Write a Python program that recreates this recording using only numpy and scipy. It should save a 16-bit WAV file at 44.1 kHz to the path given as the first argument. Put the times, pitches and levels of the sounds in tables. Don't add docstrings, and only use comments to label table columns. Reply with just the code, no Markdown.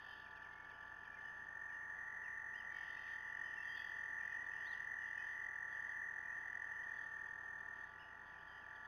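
import sys
import numpy as np
from scipy import signal
from scipy.fft import rfft, irfft, next_fast_len
from scipy.io import wavfile
from scipy.ndimage import uniform_filter1d

SR = 44100
rng = np.random.default_rng(int(sys.argv[2]) if len(sys.argv) > 2 else 0)


def ratio_of_db(decibels):
    return 10 ** (np.asarray(decibels, float) / 20)


def pcm_store(signal):
    levels = np.round(np.clip(np.atleast_2d(signal), -1, 1) * 32767)
    wavfile.write(sys.argv[1], SR, levels.astype(np.int16).T)


N = 391166


def evened(x):
    return x / np.sqrt(np.mean(x ** 2) + 1e-30)


def read(points, hz):
    f, value = np.transpose(points)
    return np.interp(np.log(hz + 1), np.log(f + 1), value)


def colour(x, points):
    size = next_fast_len(N + 4096)
    gain = ratio_of_db(read(points, np.fft.rfftfreq(size, 1 / SR)))
    return irfft(rfft(x, size) * gain, size)[:N]


def drift(per_s):
    span = max(int(SR / 50 / per_s), 2)
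    coarse = rng.standard_normal(N // 50 + 2)
    coarse = uniform_filter1d(uniform_filter1d(coarse, span), span)
    return np.interp(np.arange(N) / 50, np.arange(len(coarse)), evened(coarse))


def whistle(hz, slip=0):
    cycles = np.cumsum(hz) / SR + rng.random()
    return np.sqrt(2) * np.sin(2 * np.pi * cycles + slip)


def wood(x, t60, wet_db, gap=.004):
    size = SR // 2
    taps = np.zeros(size)
    at = np.arange(0, size - 24, 24) + rng.integers(0, 24, (size - 1) // 24)
    taps[at] = rng.choice([-1., 1.], len(at))
    t = np.arange(size) / SR
    taps *= ratio_of_db(-60 * t / t60) * (t > gap)
    echoes = signal.oaconvolve(x, taps / np.linalg.norm(taps))[:N]
    return x + ratio_of_db(wet_db) * echoes


def toad(pace, voice, open_share, edge, sag_hz, wander_hz, uneven_db):
    t = np.arange(N) / SR
    s, level_db, hz = np.transpose(voice)
    gone, pace_points = pace
    at, per_s = np.transpose(pace_points)
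    throbs = gone + np.cumsum(np.interp(t, at, per_s, 0)) / SR
    turn = 2 * np.pi * throbs
    closing_point = np.cos(np.pi * np.clip(open_share, .1, .9))
    gate = 1 / (1 + np.exp(-edge * (np.cos(turn) - closing_point)))
    pitch = np.interp(t, s, hz) - sag_hz * np.sin(turn) + wander_hz * drift(14.08)
    effort = ratio_of_db(np.interp(t, s, level_db, -200, -200) + uneven_db * drift(44.0))
    count = np.round(throbs).astype(int)
    slip = np.cumsum(1.7 * rng.standard_normal(500))[count]
    return effort * evened(gate) * whistle(pitch, uniform_filter1d(slip, size=200))


# start_s, level_db, pitch_hz
LOW_VOICE = [
    (0, -59, 1756),
    (2, -56.5, 1747),
    (3, -60.5, 1745),
    (4, -56.5, 1743),
    (6, -55, 1735),
    (7, -57, 1737),
    (7.801, -61.5, 1732),
    (8.3, -62.5, 1749),
    (8.87, -58, 1735),
]
NEAR_VOICE = [
    (1.0, -68, 1790),
    (1.2, -59.5, 1808),
    (1.5, -55, 1820),
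    (2, -52.6, 1828),
    (3, -52.2, 1827),
    (5.5, -51, 1823),
    (7.5, -53, 1820),
    (7.85, -54.5, 1810),
    (7.9, -80, 1810),
]
HIGH_VOICE = [
    (1.86, -80, 1900),
    (1.95, -62.5, 1935),
    (2.2, -60, 1945),
    (3, -59.5, 1940),
    (4, -56, 1932),
    (5.5, -54.5, 1932),
    (6.5, -57, 1928),
    (7.02, -59.5, 1918),
    (7.07, -80, 1918),
]
LATE_VOICE = [
    (7.15, -72, 1904),
    (7.7, -62, 1883),
    (8.2, -59, 1868),
    (8.87, -60, 1863),
]
LOW_PACE = .84, [(0, 45.93), (.5, 44.14), (1.5, 44.24), (2.5, 44.82), (4, 43.88), (7, 43.34), (8.87, 42.46)]
NEAR_PACE = .36, [(1, 44.75), (1.4, 47.37), (2, 44.45), (4, 41.62), (5, 42.34), (7, 40.52), (7.5, 40.9),
             (7.9, 37.25)]
HIGH_PACE = .6, [(1.85, 53.03), (2.5, 49.29), (3.5, 46.83), (5, 45.17), (6.5, 43.91), (7.05, 38.78)]
LATE_PACE = .06, [(7.15, 46.79), (8.87, 46.79)]


def chorus():
    low = toad(LOW_PACE, LOW_VOICE, .47, edge=4.5, sag_hz=14, wander_hz=7, uneven_db=1.1)
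    near = toad(NEAR_PACE, NEAR_VOICE, .44, edge=4.2, sag_hz=12, wander_hz=6, uneven_db=1.1)
    high = toad(HIGH_PACE, HIGH_VOICE, .33, edge=2.9, sag_hz=8, wander_hz=7, uneven_db=1.1)
    late = toad(LATE_PACE, LATE_VOICE, .38, edge=3.0, sag_hz=8, wander_hz=9, uneven_db=1.3)
    return ratio_of_db(-.6) * sum(wood(voice, .5, -12, gap=.02) for voice in (low, near, high, late))


def note(length_s, start_hz, middle_hz, end_hz, level_db):
    u = np.linspace(0, 1, max(int(length_s * SR), 16))
    hz = start_hz * (1 - u) * (1 - 2 * u)
    hz += middle_hz * 4 * u * (1 - u)
    hz += end_hz * u * (2 * u - 1)
    return ratio_of_db(level_db) * whistle(hz) * signal.windows.tukey(len(u), .25)


def bend(start_hz, end_hz, early):
    return start_hz, start_hz + early * (end_hz - start_hz), end_hz


# start_s, end_hz, level_db
CHIPS = [
    (.195, 3200, -75.5),
    (.302, 2950, -74.5),
    (.354, 3100, -77.5),
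    (.419, 2420, -74.5),
    (.522, 2850, -74.5),
    (.637, 2700, -76),
    (.694, 3000, -76.5),
    (.862, 2950, -76),
    (1.037, 2900, -75),
    (1.203, 3300, -79),
]
# start_s, length_s, start_hz, level_db
FALLS = [(.242, .04, 2930, -72.5), (.352, .04, 2950, -74.5), (.441, .03, 2610, -74.5),
         (.582, .021, 2670, -75.5), (.692, .04, 2750, -76.5), (.825, .013, 3400, -73.5),
         (1.036, .036, 2880, -71.5), (1.614, .017, 2450, -73.5), (1.688, .04, 2600, -74.5),
         (2.234, .06, 2950, -75.5), (3.064, .023, 2850, -68.5), (4.185, .04, 2900, -74.5),
         (4.43, .05, 2650, -77.5), (5.43, .02, 3600, -77), (5.755, .02, 3600, -77),
         (8.285, .035, 3660, -79.5), (8.32, .035, 2950, -79.5), (5.915, .03, 3450, -79),
         (8.608, .06, 2950, -78.5), (8.746, .03, 3850, -75.5)]
# start_s, length_s, start_hz, level_db
RISES = [(2.963, .03, 2430, -67.5), (3.545, .03, 2150, -76.5), (3.726, .06, 2650, -73.5),
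         (4.558, .04, 2650, -76.5), (6.3, .055, 2400, -79.5), (6.83, .015, 3020, -77.5),
         (7.01, .02, 3020, -77), (7.186, .017, 2250, -75.5), (7.76, .026, 2480, -84.5),
         (8.384, .04, 2850, -79.5), (4.33, .07, 2400, -79), (4.51, .03, 2500, -77), (4.6, .05, 2850, -77),
         (8.842, .021, 3200, -75.5)]
# start_s, start_hz, level_db
TICKS = [(.8, 3500, -76.5), (1.002, 3200, -77.5), (4.455, 3650, -76), (4.506, 2700, -73.5),
         (5.725, 3500, -78), (5.894, 3460, -80.5), (6.97, 3550, -78), (7.27, 3450, -79.5),
         (7.43, 3410, -81.5), (7.585, 3520, -80.5), (8.47, 3380, -77.5)]
# start_s, length_s, end_hz, top_hz, level_db
ARCHES = [
    (2.53, .098, 2250, 3170, -71),
    (4.648, .102, 2900, 3980, -64.5),
    (7.98, .062, 2150, 2960, -72),
    (3.562, .075, 2820, 2660, -68),
    (3.764, .07, 2660, 2540, -73.5),
    (5.173, .06, 2620, 2500, -71),
    (5.176, .047, 3110, 3010, -73.5),
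    (8.348, .026, 2480, 2430, -77.5),
]
# start_s, length_s, start_hz, end_hz, level_db
HELD = [(.492, .19, 2080, 2210, -75), (.73, .04, 2850, 3030, -75.5), (1.116, .047, 2320, 2400, -70.5),
        (1.165, .047, 2160, 2040, -69.5), (1.24, .05, 3000, 2950, -76), (1.715, .057, 3000, 2800, -77.5),
        (1.8, .06, 2080, 2220, -77.5), (2.69, .16, 2330, 2200, -71.5), (3.09, .09, 3050, 3130, -78),
        (3.43, .14, 3070, 3020, -73.5), (3.67, .19, 3100, 3300, -65), (3.76, .04, 3600, 3430, -65),
        (3.86, .06, 3200, 3050, -75), (4.2, .14, 2350, 2520, -77.5), (4.98, .12, 3080, 2780, -79.5),
        (5.54, .03, 2850, 2950, -82), (6.23, .06, 2380, 2420, -79), (6.62, .04, 3150, 3100, -82.5),
        (6.71, .04, 2950, 2880, -82.5), (6.88, .034, 2400, 2400, -78.5), (8.02, .06, 2900, 2860, -77.5),
        (8.25, .04, 3430, 3450, -82), (8.472, .126, 3190, 3110, -77.5), (8.52, .07, 2900, 2900, -80)]


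def songbirds():
    chip_top_hz, chip_s, tick_s = 4150, .028, .022
    fall, rise, tick_fall = .76, 1.17, .91
    notes = [(s, chip_s, *bend(chip_top_hz, hz, .58), db) for s, hz, db in CHIPS]
    notes += [(s, span, *bend(hz, fall * hz, .58), db) for s, span, hz, db in FALLS]
    notes += [(s, span, *bend(hz, rise * hz, .38), db) for s, span, hz, db in RISES]
    notes += [(s, tick_s, *bend(hz, tick_fall * hz, .4), db) for s, hz, db in TICKS]
    notes += [(s, span, hz, top_hz, hz, db) for s, span, hz, top_hz, db in ARCHES]
    notes += [(s, span, *bend(hz, end_hz, .8), db) for s, span, hz, end_hz, db in HELD]
    out = np.zeros(N + SR)
    for s, *rest in notes:
        sound = note(*rest)
        out[round(s * SR):][:len(sound)] += sound
    return wood(out[:N] * ratio_of_db(2.2 * drift(130.0)), .55, -6, gap=.012)


# start_s, length_s, level_db, centre_hz
BUZZES = [(-.2, 0.37, -68, 3250), (.3, 1.1, -80, 2999), (2.69, .41, -69, 3200), (3.151, .38, -75.5, 2966),
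          (3.56, 0.41, -71, 3163), (4.161, .17, -73.5, 3050), (4.45, .35, -74, 2993),
          (4.96, .36, -75, 3064), (5.65, 0.21, -78.5, 3145), (6.3, .5, -84, 3080),
          (6.851, 0.21, -79.5, 3366), (7.701, 0.19, -83, 3350), (8.2, 0.59, -84, 3113)]


def marsh_birds():
    rise_s, fade_db_per_s, murmur_db = .07, 90, -91.5
    t = np.arange(N) / SR
    level = []
    for s, span, db, _ in BUZZES:
        fade_db = fade_db_per_s * np.maximum(t - s - span, 0)
        level.append(ratio_of_db(db - fade_db) * np.clip((t - s) / rise_s, 0, 1))
    loudest = np.argmax(level, 0)
    centre = uniform_filter1d(np.array(BUZZES)[loudest, 3], size=2000)
    out = np.zeros(N)
    for sweeps_hz, detune, depth_hz in ((127.3, 1.0, 90), (149.5, .97, 160), (89.3, .86, 190), (109.6, 1.1, 175)):
        sweep = np.sin(2 * np.pi * np.cumsum(sweeps_hz + 14 * drift(40.0)) / SR)
        pitch = centre * detune + depth_hz * sweep + 75 * drift(40.0)
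        out += whistle(pitch) * ratio_of_db(1.6 * drift(45.0))
    buzz = evened(out) * (np.max(level, 0) + ratio_of_db(murmur_db))
    return wood(buzz * ratio_of_db(-4.5), .3, 1)


# pitch_hz, level_db (per Hz)
AIR = [(20, -106), (300, -104), (600, -103), (720, -97.5), (1000, -95.5), (1150, -102), (1400, -96.5),
       (1530, -99.5), (1580, -90), (1680, -92.5), (1900, -93), (2060, -110), (2700, -112), (3300, -113.5),
       (4400, -115)]


def air():
    noise = colour(rng.standard_normal(N), AIR)
    return np.sqrt(SR / 2) * noise * ratio_of_db(.31 * drift(8.3))


def tones(hz, orders, wander_hz, flicker_db):
    turn = 2 * np.pi * np.cumsum(hz + wander_hz * drift(1.5)) / SR + .4
    cycle = np.zeros(N)
    for k, db in orders:
        offset = 2.5 - 1.76 / k ** 3 + 2 * (k > 5)
        cycle += ratio_of_db(db) * np.cos(k * turn + offset)
    return np.sqrt(2) * ratio_of_db(flicker_db * drift(6.2)) * cycle


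# multiple of the base pitch, level_db
HUM = [(1, -83), (2, -80.6), (3, -80), (4, -86.5), (5, -83), (6, -89), (7, -91), (8, -91), (10, -88),
       (11, -94), (12, -94), (13, -93), (14, -96), (15, -96)]
# multiple of the base pitch, level_db
WHINE = [(7, -82.5), (8, -87.5), (9, -70.5), (10, -80), (11, -94.5), (12, -69.5), (13, -92.5), (14, -72.5),
         (15, -70), (25, -92.5), (34, -94.5)]
# multiple of the base pitch, level_db
DRONE = [(2, -85), (5, -78), (6, -90.5)]


def camera():
    hum = tones(30.0, HUM, wander_hz=0, flicker_db=0)
    whine = tones(97.23, WHINE, wander_hz=.03, flicker_db=.66)
    drone = tones(200.5, DRONE, wander_hz=.1, flicker_db=1.4)
    return hum + whine + drone


def scene():
    return (chorus() + songbirds() + marsh_birds() + air() + camera())[None]


def top_cut(x):
    return signal.sosfilt(signal.butter(12, 15700, fs=SR, output="sos"), x)


# pitch_hz, level_db
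ROLL_OFF = [(3200, 0), (3500, -4.5), (3750, -8.5), (4000, -17), (4300, -29), (4700, -76.5)]
# pitch_hz, level_db
LEAK = [(4000, 1), (4400, -3.5), (5000, -12), (5500, -17.5), (6180, -29.5), (6550, -37), (7100, -54),
        (8000, -67), (9170, -48), (9820, -38.5), (11000, -27), (12000, -21), (13000, -28.5), (14180, -43.5),
        (14600, -49)]


def record(dry):
    sample_hz, hiss_db, edge_hz = 8000, -96, 15700
    band = colour(dry[0], ROLL_OFF)
    turn = 2 * np.pi * sample_hz * np.arange(N) / SR
    sampled = band * (1 + 2 * np.cos(turn) + 2 * np.cos(2 * turn))
    smooth = colour(sampled, LEAK) + ratio_of_db(hiss_db) * rng.standard_normal(N)
    cut = colour(smooth, [(edge_hz, 0), (edge_hz + 60, -40)])
    return top_cut(cut[None])


dry = scene()
out = record(dry)
pcm_store(out)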